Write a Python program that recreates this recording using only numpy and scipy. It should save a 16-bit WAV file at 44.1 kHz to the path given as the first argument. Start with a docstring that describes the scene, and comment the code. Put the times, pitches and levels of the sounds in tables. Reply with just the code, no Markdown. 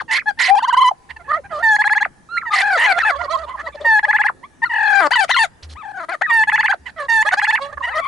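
"""On a lawn, a few turkeys call over one another close to a stereo microphone: gobbles, yelps, hoarse squawks
and low chatter over soft rumble, a deep chest drumming now and then, and a faint echo from trees.
Voices are harmonic stacks roughened by noise; a gobble is a held note, then pulses with whistles between.
Drumming is a wavering sine, the air is shaped noise, and the echo is decaying noise taps."""
import sys
import numpy as np
from scipy import signal
from scipy.io import wavfile
from scipy.ndimage import uniform_filter1d

SR = 44100
rng = np.random.default_rng(int(sys.argv[2]) if len(sys.argv) > 2 else 0)


def master_out(mix):
    """Clip the mix to full scale and print it as 16-bit PCM to the path in sys.argv[1]."""
    frames = np.transpose(np.atleast_2d(mix))
    ceiling = np.clip(frames, -1, 1)
    pcm = np.round(ceiling * 32767).astype(np.int16)
    wavfile.write(sys.argv[1], SR, pcm)


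N = 356107


def amp(db):
    """Amplitude ratio of a level in dB."""
    return 10 ** (np.asarray(db) / 20)


def evened(x):
    """Scales each row to rms 1."""
    return x / np.sqrt(np.mean(abs(x) ** 2, -1, keepdims=True) + 1e-20)


def add(mix, start_s, sound):
    """Adds a stereo sound into the mix at its start time."""
    part = mix[:, max(round(start_s * SR), 0):][:, :sound.shape[1]]
    part += sound[:, :part.shape[1]]


def wander(count, size):
    """Smooth random drift of rms 1 that turns every `size` samples or so."""
    x = rng.standard_normal(count + 4 * size)
    smooth = uniform_filter1d(uniform_filter1d(x, size=size), size=size)
    return evened(smooth)[2 * size:2 * size + count]


# spectrum of the air noise: freq_hz, relative_db_per_hz
AIR_SPECTRUM = [(25, -15), (124, -11), (330, -17), (600, -23.5), (3000, -38), (11000, -40.5)]
AIR_DB = -51


def air():
    """Soft rumble and hiss: shaped noise in drifting patches, mostly unlike at the two ports."""
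    frames, bin_hz = N // 256 + 5, np.fft.rfftfreq(1024, 1 / SR)
    a, b, c, d, patches = rng.standard_normal((frames, 513, 5)).T
    patches = uniform_filter1d(patches, size=6, axis=0)
    patches = evened(uniform_filter1d(patches, size=20, axis=1))
    shared, separate = a + 1j * b, c + 1j * d
    ports = np.array([shared, 0.38 * shared + 0.96 * separate])
    freq_hz, density_db = np.transpose(AIR_SPECTRUM)
    spectrum_db = np.interp(np.log(bin_hz + 1), np.log(freq_hz + 1), density_db)
    ports = ports * amp(spectrum_db[:, None] + 3 * patches)
    noise = signal.istft(ports, nperseg=1024, noverlap=768)[1][:, :N]
    return amp(AIR_DB) * evened(noise)


NEAR_DECAY_S, NEAR_DB = 0.066, -8  # time to fall 60 dB
FAR_DECAY_S, FAR_RISE_S, FAR_DB = 6.5, 0.066, -48  # tail is cut at 1 s


def space(x):
    """Ground and bodies give short reflections, unlike at each port; far trees a long, dull, faint tail."""
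    t = np.arange(SR) / SR
    taps = rng.standard_normal((2, 2, SR))
    near = taps[0] * amp(-60 * t / NEAR_DECAY_S) * (t > .0004)
    far = uniform_filter1d(taps[1], size=8) * amp(-60 * t / FAR_DECAY_S) * np.clip(t / FAR_RISE_S, 0, 1)
    near *= amp(NEAR_DB) / np.linalg.norm(near[0])
    far *= amp(FAR_DB) / np.linalg.norm(far[0])
    return signal.fftconvolve(x.mean(0)[None], near + far, axes=1)[:, :N]


# chest drumming, one list a bout: time_s, level_db
DRUM_BOUTS = [
    [(1.1, -49.5), (1.75, -58.5)],
    [(2.7, -57), (3.48, -47), (3.9, -57)],
    [(5.63, -37.5), (5.77, -39)],
    [(6.8, -52), (7.1, -66)],
    [(7.75, -46), (8.07, -59)],
]
DRUM_HZ, DRUM_WAVER = 72.5, .06  # waver: rms share of pitch


def drumming():
    """Chest drumming: a low sine, wavering in pitch and level."""
    t = np.arange(N) / SR
    level = sum(amp(np.interp(t, *np.transpose(rows), -120, -120)) for rows in DRUM_BOUTS)
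    level = uniform_filter1d(level, size=600) * amp(4 * wander(count=N, size=1800))
    turns = np.cumsum(DRUM_HZ * (1 + DRUM_WAVER * wander(count=N, size=2000))) / SR
    return np.sqrt(2) * level * np.sin(2 * np.pi * turns)


# bouts of farther clucks: start_s, end_s
FLOCK_BOUTS = [(1.15, 1.62), (2.9, 3.85), (7.3, 8.05)]
# farther voice: pan_db (left-right), hoarseness_0_1, second_db, third_db, upper_db (harmonics as VOICES)
FLOCK_VOICE = (-7, .16, 0, -10, -32)
FLOCK_DB, FLOCK_STEP_S = -46, .05  # quietest cluck


def flock():
    """Farther birds: short arched clucks, about one a step, with random timing, pitch and strength."""
    mix = np.zeros((2, N))
    for start, end in FLOCK_BOUTS:
        starts = np.arange(start, end, FLOCK_STEP_S)
        for s, (late, high, arch, loud) in zip(starts, rng.random((len(starts), 4))):
            t = np.arange(s, s + .04, 1 / SR) + late * FLOCK_STEP_S
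            hump = np.sin(np.linspace(0, np.pi, len(t)))
            hz = 550 * 2 ** high * (1 + .3 * (arch - .5) * hump)
            add(mix, t[0], sing(t, amp(FLOCK_DB + 10 * loud) * hump, hz, FLOCK_VOICE))
    return mix


# throat shaking: first_crest_s, end_s, rate_hz, first_swing, last_swing (shares of pitch)
WARBLES = [(2.526, 2.768, 41, 0.046, 0.031), (4.729, 4.966, 42, 0.074, 0.024),
           (5.843, 6.05, 33, 0.05, 0.043)]


def shaking(t):
    """Throat shake as a relative pitch swing; zero outside the warbles."""
    swing = 0
    for start, end, rate_hz, first, last in WARBLES:
        depth = np.interp(t, [start - .02, start, end, end + 0.0099], [0, first, last, 0])
        swing = swing + depth * np.cos(2 * np.pi * rate_hz * (t - start))
    return swing


# every second cycle weakens: start_s, full_s, end_s, depth_0_1
DOUBLING = [(4.99, 5.03, 5.09, .92), (5.975, 6.0, 6.06, .6), (6.08, 6.09, 6.117, .7),
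            (6.29, 6.3, 6.37, .06), (7.08, 7.09, 7.16, .05)]


def doubling(t):
    """Depth by which alternate vocal cycles differ in strength."""
    return sum(np.interp(t, [start, full, end, end + .001], [0, depth, depth, 0])
               for start, full, end, depth in DOUBLING)


# windpipe and beak favour some overtones: freq_hz, gain_db
RING = [(900, 0), (2000, 4), (2600, -3), (3250, 5), (3850, 2), (4600, 5), (5300, -9), (6100, -4),
        (7200, -1), (8200, -7), (9200, 1), (11000, -6)]


def sing(t, level, hz, voice, fade_s=0.0023):
    """Harmonic stack; hoarseness unsettles the pitch and swaps each harmonic for a noise band around it."""
    pan_db, hoarse, second_db, third_db, upper_db = voice
    shake = shaking(t)
    quaver = (.006 + .1 * min(hoarse, .4)) * wander(count=len(t), size=250)
    jitter = .22 * hoarse * wander(count=len(t), size=24)
    k = np.arange(1, 17)[:, None]
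    steady_hz = hz * (1 + shake + quaver)

    # upper_db holds at 4 kHz, with a tilt per kHz
    shares_db = upper_db - 2.09 * (k * steady_hz / 1000 - 4.0)
    shares_db[:3] = [[0], [second_db], [third_db]]
    shares_db += np.interp(k * steady_hz, *np.transpose(RING))
    # softer singing is duller; overtones fade as a glide lifts them past the throat's ring
    softer_db = np.clip(20 * np.log10(level / level.max() + 1e-9), -20, 0)
    shares_db += np.sqrt(k - 1) * 0.16 * softer_db
    shares_db -= 2.3 * (k - 1) * (hz - hz.mean()) / 1000
    patchy = wander(count=len(k) * len(t), size=400).reshape(len(k), len(t))
    shares_db += 1.09 * np.minimum(k - 1, 5) * patchy
    shares = amp(shares_db) * (k * hz < SR / 3)

    # upper harmonics are always a little breathy
    rough = np.clip(hoarse + .011 * k * (k - 1), 0, 1)
    noise = rng.standard_normal((2, len(k), len(t)))
    a, b = uniform_filter1d(uniform_filter1d(noise, size=36), size=36)
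    breath = evened(a + 1j * b)
    turns = np.cumsum(steady_hz * (1 + jitter)) / SR
    carrier = np.exp(1j * k * (2 * np.pi * turns + np.pi / 4))
    stack = shares * (np.sqrt(1 - rough ** 2) + rough * breath) * carrier
    wave = np.sqrt(2) * stack.real.sum(0) / np.sqrt((shares ** 2).sum(0))
    wave = wave * (1 + doubling(t) * np.cos(np.pi * turns))

    edges = np.sin(np.pi / 2 * np.clip(np.minimum(t - t[0], t[-1] - t) / fade_s, 0, 1)) ** 2
    thinning = amp(-40 * shake)  # quieter at the top of each shake
    return wave * edges * level * thinning * amp([[pan_db / 2], [-pan_db / 2]])


def phrase(rows, voice, size=180):
    """Sings along rows of time_s, level_db, pitch_hz; corners rounded over `size` samples."""
    s, level_db, hz = np.transpose(rows)
    t = np.arange(s[0], s[-1], 1 / SR)
    tracks = [np.interp(t, s, amp(level_db / 2)) ** 2, np.interp(t, s, hz)]
    level, hz = uniform_filter1d(tracks, size=size, mode="nearest")
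    return s[0], sing(t, level, hz, voice)


# voice kinds, harmonics re the 1st before RING and drift: second_db, third_db, upper_db (at 4 kHz)
VOICES = {"yelp": (-21, -19, -30), "pipe": (-36, -45, -48), "clear": (1.5, -21, -30.5),
          "full": (2.9, -8.5, -27.5), "cluck": (2.2, -4, -25.5), "chatter": (0.84, -22, -29.5),
          "nasal": (18, 16, -10), "rasp": (5.34, -3, -15.5), "squawk": (13.6, 0.75, 0),
          "thin": (-22, -22, -31.5), "hiss": (-1.5, -10, 5.2), "honk": (14, 5.9, -25),
          "bright": (1, -16.5, -22), "plain": (-8.5, -22, -36)}
# hoarseness_0_1 of each kind
HOARSE = {"yelp": .02, "pipe": .04, "clear": .03, "full": .06, "cluck": .12, "chatter": .13, "nasal": .25,
          "rasp": .27, "squawk": .36, "thin": .3, "hiss": 1, "honk": .07, "bright": .04, "plain": .07}
RISE_DB, RELEASE_S, RELEASE_DB = -20, .003, -9


def note(start, length, attack, level_db, change_db, first_hz, middle_hz, last_hz, pan_db, voice):
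    """Attack, sloping hold and release; the pitch bends smoothly through three values."""
    s = np.arange(0, length, .002)
    hold = max(length - RELEASE_S, attack + .001)
    shape_db = [RISE_DB, 0, change_db, change_db + RELEASE_DB]
    # straight in square-root amplitude
    shape = np.interp(s, [0, attack, hold, hold + RELEASE_S], amp(np.divide(shape_db, 2)))
    bend = np.polyfit([0, .5, 1], [first_hz, middle_hz, last_hz], deg=2)
    hz = np.polyval(bend, s / length)
    rows = np.transpose([start + s, level_db + 40 * np.log10(shape), hz])
    return phrase(rows, (pan_db, HOARSE[voice], *VOICES[voice]))


# single notes: start_s, length_s, attack_s, level_db, hold_change_db, first_hz, middle_hz, last_hz,
# pan_db (left-right), voice
NOTES = [ (0, 0.026, 0.0018, -21.5, -9.5, 2204, 1150, 597, 6.5, "thin"),
         (0.079, 0.073, 0.026, -22.5, -3, 937, 891, 946, -1.5, "cluck"),
         (0.109, 0.074, 0.0043, -17, 0.5, 948, 1011, 1080, -4, "squawk"),
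         (0.171, 0.03, 0.016, -16.5, -6.5, 1095, 1743, 2600, -3.5, "thin"),
         (0.193, 0.035, 0.0052, -27, -10.5, 2550, 2190, 840, -3.5, "pipe"),
         (0.257, 0.058, 0.028, -13, -10, 838, 848, 764, 2, "clear"),
         (0.373, 0.041, 0.025, -27.5, 5, 864, 888, 840, 2.5, "full"),
         (0.387, 0.12, 0.012, -15, -4.5, 922, 1024, 985, -5, "squawk"),
         (0.48, 0.08, 0.028, -8.5, -5.5, 724, 789, 828, 4.5, "pipe"),
         (0.548, 0.05, 0.0027, -16, 3.5, 913, 800, 1060, -1, "yelp"),
         (0.621, 0.0334, 0.0079, -15, 0.5, 855, 956, 1104, 1.5, "yelp"),
         (0.671, 0.032, 0.016, -12, 0, 940, 956, 1110, 4.5, "yelp"),
         (0.724, 0.026, 0.0057, -11, 1, 947, 979, 1096, -1.5, "yelp"),
         (0.765, 0.038, 0.0092, -7.5, -8.5, 932, 1033, 1110, 4, "yelp"),
         (0.797, 0.042, 0.021, -8, -4, 997, 1009, 1115, 2, "yelp"),
         (0.837, 0.057, 0.0069, -11, 0.5, 1054, 993, 1045, 4, "yelp"),
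         (0.909, 0.014, 0.006, -12, -14, 1035, 780, 631, -2, "pipe"),
         (1.089, 0.037, 0.022, -29, -18, 872, 960, 930, -5.5, "rasp"),
         (1.161, 0.021, 0.0075, -30.5, -21, 934, 880, 820, -1, "cluck"),
         (1.278, 0.046, 0.035, -17, 5, 534, 580, 676, -5, "honk"),
         (1.317, 0.064, 0.022, -14.5, -15.5, 589, 620, 713, -6.5, "honk"),
         (1.364, 0.043, 0.0051, -25, -9.5, 730, 600.6, 520, -3.5, "pipe"),
         (1.503, 0.12, 0.023, -24, -3, 711, 597, 742, -6, "chatter"),
         (2.045, 0.022, 0.019, -22.5, -19, 1890, 933, 610, -11, "pipe"),
         (2.288, 0.11, 0.1, -19.5, -17, 1263, 1412, 1283, -6.5, "yelp"),
         (2.361, 0.026, 0.0031, -33.5, 19.5, 1336, 1900, 2420, -2, "pipe"),
         (2.408, 0.053, 0.0052, -39.5, 14, 1386, 1355, 1260, -1, "pipe"),
         (2.409, 0.029, 0.0049, -31, 1, 2470, 1610, 903.2, -2, "pipe"),
         (2.452, 0.05, 0.018, -22, -5.5, 1030, 934, 880, -1, "clear"),
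         (2.503, 0.051, 0.0044, -24.5, 10.5, 1207, 1248, 1164, 1.5, "yelp"),
         (2.504, 0.11, 0.009, -29.5, 4, 854, 803, 730, 0, "plain"),
         (2.516, 0.11, 0.025, -18, 2, 991, 996, 1054, 0, "squawk"),
         (2.617, 0.1574, 0.0077, -16.5, 2, 787, 822, 628, -0.5, "full"),
         (2.756, 0.029, 0.0077, -26, -1.5, 625, 527, 477, 6, "plain"),
         (2.771, 0.097, 0.0035, -17, 5, 901, 942, 983, 2, "rasp"),
         (2.782, 0.18, 0.037, -32, 5.5, 480.6, 707, 664, -9, "cluck"),
         (2.848, 0.084, 0.028, -14, 2, 905, 828, 678, 3, "cluck"),
         (2.937, 0.049, 0.016, -28, 13, 699, 676, 726, -8, "chatter"),
         (2.976, 0.02, 0.0091, -19.5, 10.5, 705, 843, 995, 2.5, "rasp"),
         (2.995, 0.033, 0.0075, -16.5, -1, 1890, 1803, 1440, -1.5, "thin"),
         (3.027, 0.023, 0.011, -11, -13, 1370, 1330, 1210, 4.5, "plain"),
         (3.047, 0.067, 0.0032, -15.5, 2.5, 845, 857, 586, 1.5, "cluck"),
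         (3.115, 0.0385, 0.0044, -23.5, -4, 587, 560, 510, -12.5, "honk"),
         (3.148, 0.037, 0.013, -25.5, -16, 526, 571, 560, -12, "chatter"),
         (3.182, 0.063, 0.015, -25.5, -6, 640, 709, 703, -12, "chatter"),
         (3.204, 0.018, 0.015, -18.5, 5, 950, 970, 1020, -7, "plain"),
         (3.226, 0.038, 0.0038, -29, 3.5, 718, 587, 584, -7, "chatter"),
         (3.277, 0.021, 0.0092, -23, -2, 1100, 1110, 1090, -8, "pipe"),
         (3.294, 0.073, 0.017, -21, -6.5, 571, 665, 610, -11, "bright"),
         (3.327, 0.039, 0.013, -22.5, 5, 1028, 1050, 1090, -10.5, "pipe"),
         (3.368, 0.09, 0.006, -28.5, -3, 590, 669, 550, -9.5, "chatter"),
         (3.46, 0.076, 0.029, -28, -12, 910, 1038, 1120, -4.5, "thin"),
         (3.53, 0.034, 0.016, -26, -3.5, 1196, 1066, 890, -4, "pipe"),
         (3.569, 0.054, 0.037, -25.5, -6.5, 602, 575, 690, -3.5, "nasal"),
         (3.616, 0.078, 0.03, -32.5, 4.5, 561, 670, 488, 0, "chatter"),
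         (3.66, 0.022, 0.013, -22, -2, 906, 948, 1030, -1, "clear"),
         (3.742, 0.023, 0.016, -26, -9, 630, 591, 496, 0.5, "thin"),
         (3.797, 0.049, 0.013, -27, -7, 684.5, 593, 605, 1.5, "thin"),
         (3.839, 0.032, 0.0071, -27.5, -0.5, 665, 560, 540, 4, "plain"),
         (4.059, 0.028, 0.011, -31, 1.5, 655, 610, 557, 4.5, "plain"),
         (4.279, 0.026, 0.0039, -15, -3.5, 2080, 1437, 514, 3.5, "pipe"),
         (4.427, 0.047, 0.013, -32, -29, 826, 1120, 1180, -2, "plain"),
         (4.618, 0.036, 0.025, -10, -17, 976, 897, 1074, 6.5, "clear"),
         (4.652, 0.038, 0.0086, -20, -30, 1480, 1350, 1130, 6, "yelp"),
         (4.692, 0.32, 0.01, -22, 10.5, 963, 854, 782, 6, "full"),
         (4.999, 0.08, 0.0075, -15.5, -1.5, 782, 622, 566, 6, "full"),
         (5.278, .03, 0.019, -28, -3, 1110, 1200, 1260, 7, "squawk"),
         (5.624, 0.052, 0.0072, -38, -44, 800, 922, 957, -3.5, "hiss"),
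         (5.688, 0.054, 0.011, -45.5, 1.5, 914, 918, 895, -1.5, "hiss"),
         (5.752, .078, 0.0066, -40, 4, 743, 1280, 992, 8, "plain"),
         (5.827, .095, 0.0077, -32.5, 0, 907, 832, 820, 4, "plain"),
         (5.919, 0.074, 0.018, -37, 11, 850, 784, 756, 4, "clear"),
         (5.987, 0.068, 0.0085, -28, -3.5, 708, 665, 634, 5.5, "full"),
         (6.084, .033, .008, -22, -8.5, 640, 680, 720, 4.5, "cluck"),
         (6.114, 0.044, 0.0055, -22.5, -1.5, 860, 725, 556, 5, "cluck"),
         (6.21, 0.018, 0.014, -9, -30, 623, 733, 1080, 5.5, "cluck"),
         (6.226, 0.046, 0.0038, -19.5, -0.5, 1600, 1965, 1510, 3.5, "pipe"),
         (6.263, 0.054, 0.056, -18, 11, 1302, 1220, 1090, 9, "plain"),
         (6.719, 0.013, 0.0074, -11.5, 0, 1440, 1627, 1070, -9, "pipe"),
         (6.728, 0.022, 0.0035, -18.5, -6, 1030, 783, 550, -4, "plain"),
         (6.855, 0.056, 0.011, -29, -14.5, 990, 953, 770, -6.5, "rasp"),
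         (6.961, 0.11, 0.044, -23, -12.5, 695, 575, 552.3, -5, "cluck"),
         (7.247, 0.033, 0.011, -20.5, -14, 536, 612, 577, -12, "cluck"),
         (7.315, 0.034, 0.018, -18, 1, 1005, 754, 555, 0, "rasp"),
         (7.569, 0.031, 0.0029, -22, -6, 2670, 1400, 660, -6, "pipe"),
         (7.599, 0.13, 0.022, -24, -43.5, 530, 569, 540, -8.5, "bright"),
         (7.725, 0.032, 0.004, -29.5, -33, 535, 614, 610, -8, "cluck"),
         (7.771, 0.014, 0.017, -16.5, -16, 620, 572, 545, -10, "honk"),
         (7.804, 0.015, 0.0066, -23.5, 1, 1140, 1092, 1080, -9, "pipe"),
         (7.822, 0.039, 0.019, -18.5, -1, 905, 983, 977, 2, "cluck"),
         (7.857, 0.041, 0.0045, -27, 5, 974, 918, 1024, 1, "full"),
         (7.87, 0.083, 0.0048, -29.5, 0.5, 614, 857, 1037, 4, "chatter"),
         (7.902, 0.046, 0.009, -34.5, 4, 1350, 1284, 1160, 10, "plain"),
         (7.939, 0.067, 0.027, -18, 1, 604, 636, 690, 4, "cluck"),
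         (8.002, 0.056, 0.0062, -34.5, 10, 1223, 1108, 1260, 11, "plain"),
         (8.048, 0.027, 0.014, -21, -4, 1163, 1090, 1280, 4, "plain"), ]


def single_notes():
    """Yelps, squawks and chatter, one sung note each."""
    mix = np.zeros((2, N))
    for row in NOTES:
        add(mix, *note(*row))
    return mix


# calls that snap up a register and step back down, one list a call: time_s, level_db, pitch_hz
BREAKS = [
    [(5.106, -23, 640), (5.12, -12.5, 926), (5.134, -16.5, 1030), (5.136, -14, 1530), (5.148, -17, 1518),
     (5.155, -23, 1320), (5.157, -13, 966), (5.17, -11.5, 963), (5.182, -22, 850), (5.196, -11.5, 930),
     (5.212, -16, 790), (5.236, -16.5, 750), (5.252, -23, 586)],
    [(5.292, -17, 580), (5.3, -17, 783), (5.314, -11.5, 1070), (5.316, -14, 1960), (5.326, -21, 2053),
     (5.343, -20, 1750), (5.345, -14.5, 1444), (5.363, -20, 1365), (5.365, -12.5, 986),
     (5.383, -16.5, 1100), (5.393, -13, 894), (5.43, -13.5, 894), (5.447, -17.5, 737), (5.463, -40, 605)],
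]
# their voice, columns as FLOCK_VOICE
BREAK_VOICE = (6.5, .05, -2, -7, -20.5)


def breaking_calls():
    """Calls whose pitch jumps between registers; corners stay sharp."""
    mix = np.zeros((2, N))
    for rows in BREAKS:
        add(mix, *phrase(rows, BREAK_VOICE, size=50))
    return mix


# cracks between the pulses of the first yelp: start_s, level_db
CRACKS = [(0.602, -28), (0.654, -26.5), (0.705, -21.5), (0.749, -25)]
# course of a crack: after_start_s, relative_db, pitch_hz
CRACK_SHAPE = [(0, 1, 1623), (.014, -0.5, 1485), (.025, -27, 980)]
# its voice, columns as FLOCK_VOICE
CRACK_VOICE = (1, .03, -14, -30, -45)


def cracks():
    """The voice cracks upward and slides back down."""
    mix = np.zeros((2, N))
    for s, level_db in CRACKS:
        add(mix, *phrase(np.add(CRACK_SHAPE, [s, level_db, 0]), CRACK_VOICE))
    return mix


# throat resonance, where the whistle is loudest: centre_hz, width_hz
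THROAT = (1673, 850)
# whistle voice, columns as FLOCK_VOICE
WHISTLE_VOICE = (0.5, 0.1, -36, -45, -55)
WHISTLE_TOP_HZ = 2830


def whistle(s, length, rise_db, fall_db, from_hz, to_hz):
    """Between pulses the voice breaks into a thin tone that arcs up to its top and back."""
    t = np.arange(s, s + length, 1 / SR)
    u = (t - s) / length
    low_hz = from_hz + (to_hz - from_hz) * u
    hz = low_hz + (WHISTLE_TOP_HZ - low_hz) * abs(np.sin(np.pi * u ** 0.694))
    centre_hz, width_hz = THROAT
    throat_db = -10 * np.log10(1 + (2 * (hz - centre_hz) / width_hz) ** 4)
    level = amp(np.interp(u, [.3, .6], [rise_db, fall_db]) + throat_db)
    return s, sing(t, level, hz, WHISTLE_VOICE, fade_s=.0025)


def pulse(start, end, level_db, first_hz, last_hz, voice):
    """A full-voiced pulse: swells, holds, and flicks up in pitch as it is cut off."""
    t = np.arange(start - .002, end + 0.00019, 1 / SR)
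    flick = np.exp((t - end) / 0.0028)
    hz = np.interp(t, [start, end], [first_hz, last_hz]) * (1 + 0.34 * flick)
    swell_db = -18 * np.exp(-(t - t[0]) / 0.0053)
    return t[0], sing(t, amp(level_db + swell_db), hz, voice)


# held notes that open the gobbles: start_s, end_s, first_hz, last_hz, level_db, pan_db (left-right),
# third_db, upper_db (harmonics as VOICES)
HOLDS = [(1.626, 1.768, 928.3, 816, -12.5, -1, -25, -25.5), (3.847, 3.997, 935, 827, -12, 1, -18.5, -29),
         (6.297, 6.441, 953, 854, -13, 0.35, -11, -24), (7.085, 7.231, 931, 860, -14, -1.8, -10.5, -20)]
# pulses that follow in the same voice, each with the whistle after it:
# start_s, end_s, pitch_hz, whistle_rise_db, whistle_fall_db
PULSES = [(1.786, 1.824, 846, -37, -15), (1.846, 1.881, 826, -28, -15.5), (1.901, 1.938, 848, -29, -20),
          (1.954, 1.984, 835, -20, -26), (2.007, 2.033, 830, -30, -14.5), (4.03, 4.056, 839, -38.5, -62),
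          (4.082, 4.115, 843, -38, -13), (4.135, 4.168, 848, -17, -15.5), (4.191, 4.22, 834, -18, -15),
          (4.245, 4.271, 837, -16.5, -21), (6.473, 6.502, 853, -33.5, -15), (6.525, 6.562, 863, -13, -14.5),
          (6.583, 6.613, 863, -21.5, -16), (6.638, 6.664, 865, -12.5, -12.5),
          (6.689, 6.717, 790.2, -19, -45), (7.26, 7.294, 840, -35, -18.5), (7.319, 7.343, 738.5, -55, -31),
          (7.371, 7.401, 828, -20, -15.5), (7.421, 7.451, 820, -10, -17.5), (7.474, 7.512, 866, -8, -25),
          (7.525, 7.559, 872, -10.5, -23)]
SECOND_DB, PULSE_RISE = 3, 0.028  # 2nd harmonic; glide either side of pitch, as a share
HOLD_WHISTLE_DB = (-40.5, -58)  # rising, falling
WHISTLE_MAX_S, WHISTLE_FROM = 0.025, 1.247  # start, as a multiple of the last pulse pitch


def gobbles():
    """Each held note with the pulses that follow it; a whistle leaves the end of each."""
    mix = np.zeros((2, N))
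    for start, end, first_hz, last_hz, level_db, pan_db, third_db, upper_db in HOLDS:
        voice = (pan_db, 0, SECOND_DB, third_db, upper_db)
        rows = [(start, end, first_hz, last_hz, *HOLD_WHISTLE_DB)]
        for a, b, hz, *whistle_db in PULSES:
            if 0 < a - end < .5:
                rows.append((a, b, hz * (1 - PULSE_RISE), hz * (1 + PULSE_RISE), *whistle_db))
        next_starts = [row[0] for row in rows[1:]] + [N]
        for (a, b, first, last, rise_db, fall_db), next_s in zip(rows, next_starts):
            add(mix, *pulse(a, b, level_db, first, last, voice))
            length = min(next_s - b + 0.0017, WHISTLE_MAX_S)
            add(mix, *whistle(b - .0005, length, rise_db, fall_db, WHISTLE_FROM * last, last))
    return mix


def turkeys():
    """All near voices, with the bass below about 330 Hz taken away by a high-pass."""
    mix = gobbles() + single_notes() + breaking_calls() + cracks()
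    return signal.sosfilt(signal.butter(4, 330, "high", fs=SR, output="sos"), mix)


def scene():
    """Birds, their echo, drumming and air."""
    birds = turkeys() + flock()
    return air() + space(birds) + drumming() + birds


EDGE_HZ = 11200


def record(dry):
    """Rounds off the loudest peaks, then limits the band."""
    dry = dry / (1 + dry ** 4) ** .25
    lowpass = signal.firwin(255, EDGE_HZ, window=("kaiser", 9), fs=SR)
    return signal.oaconvolve(dry, lowpass[None], "same")


dry = scene()
out = record(dry)
master_out(out)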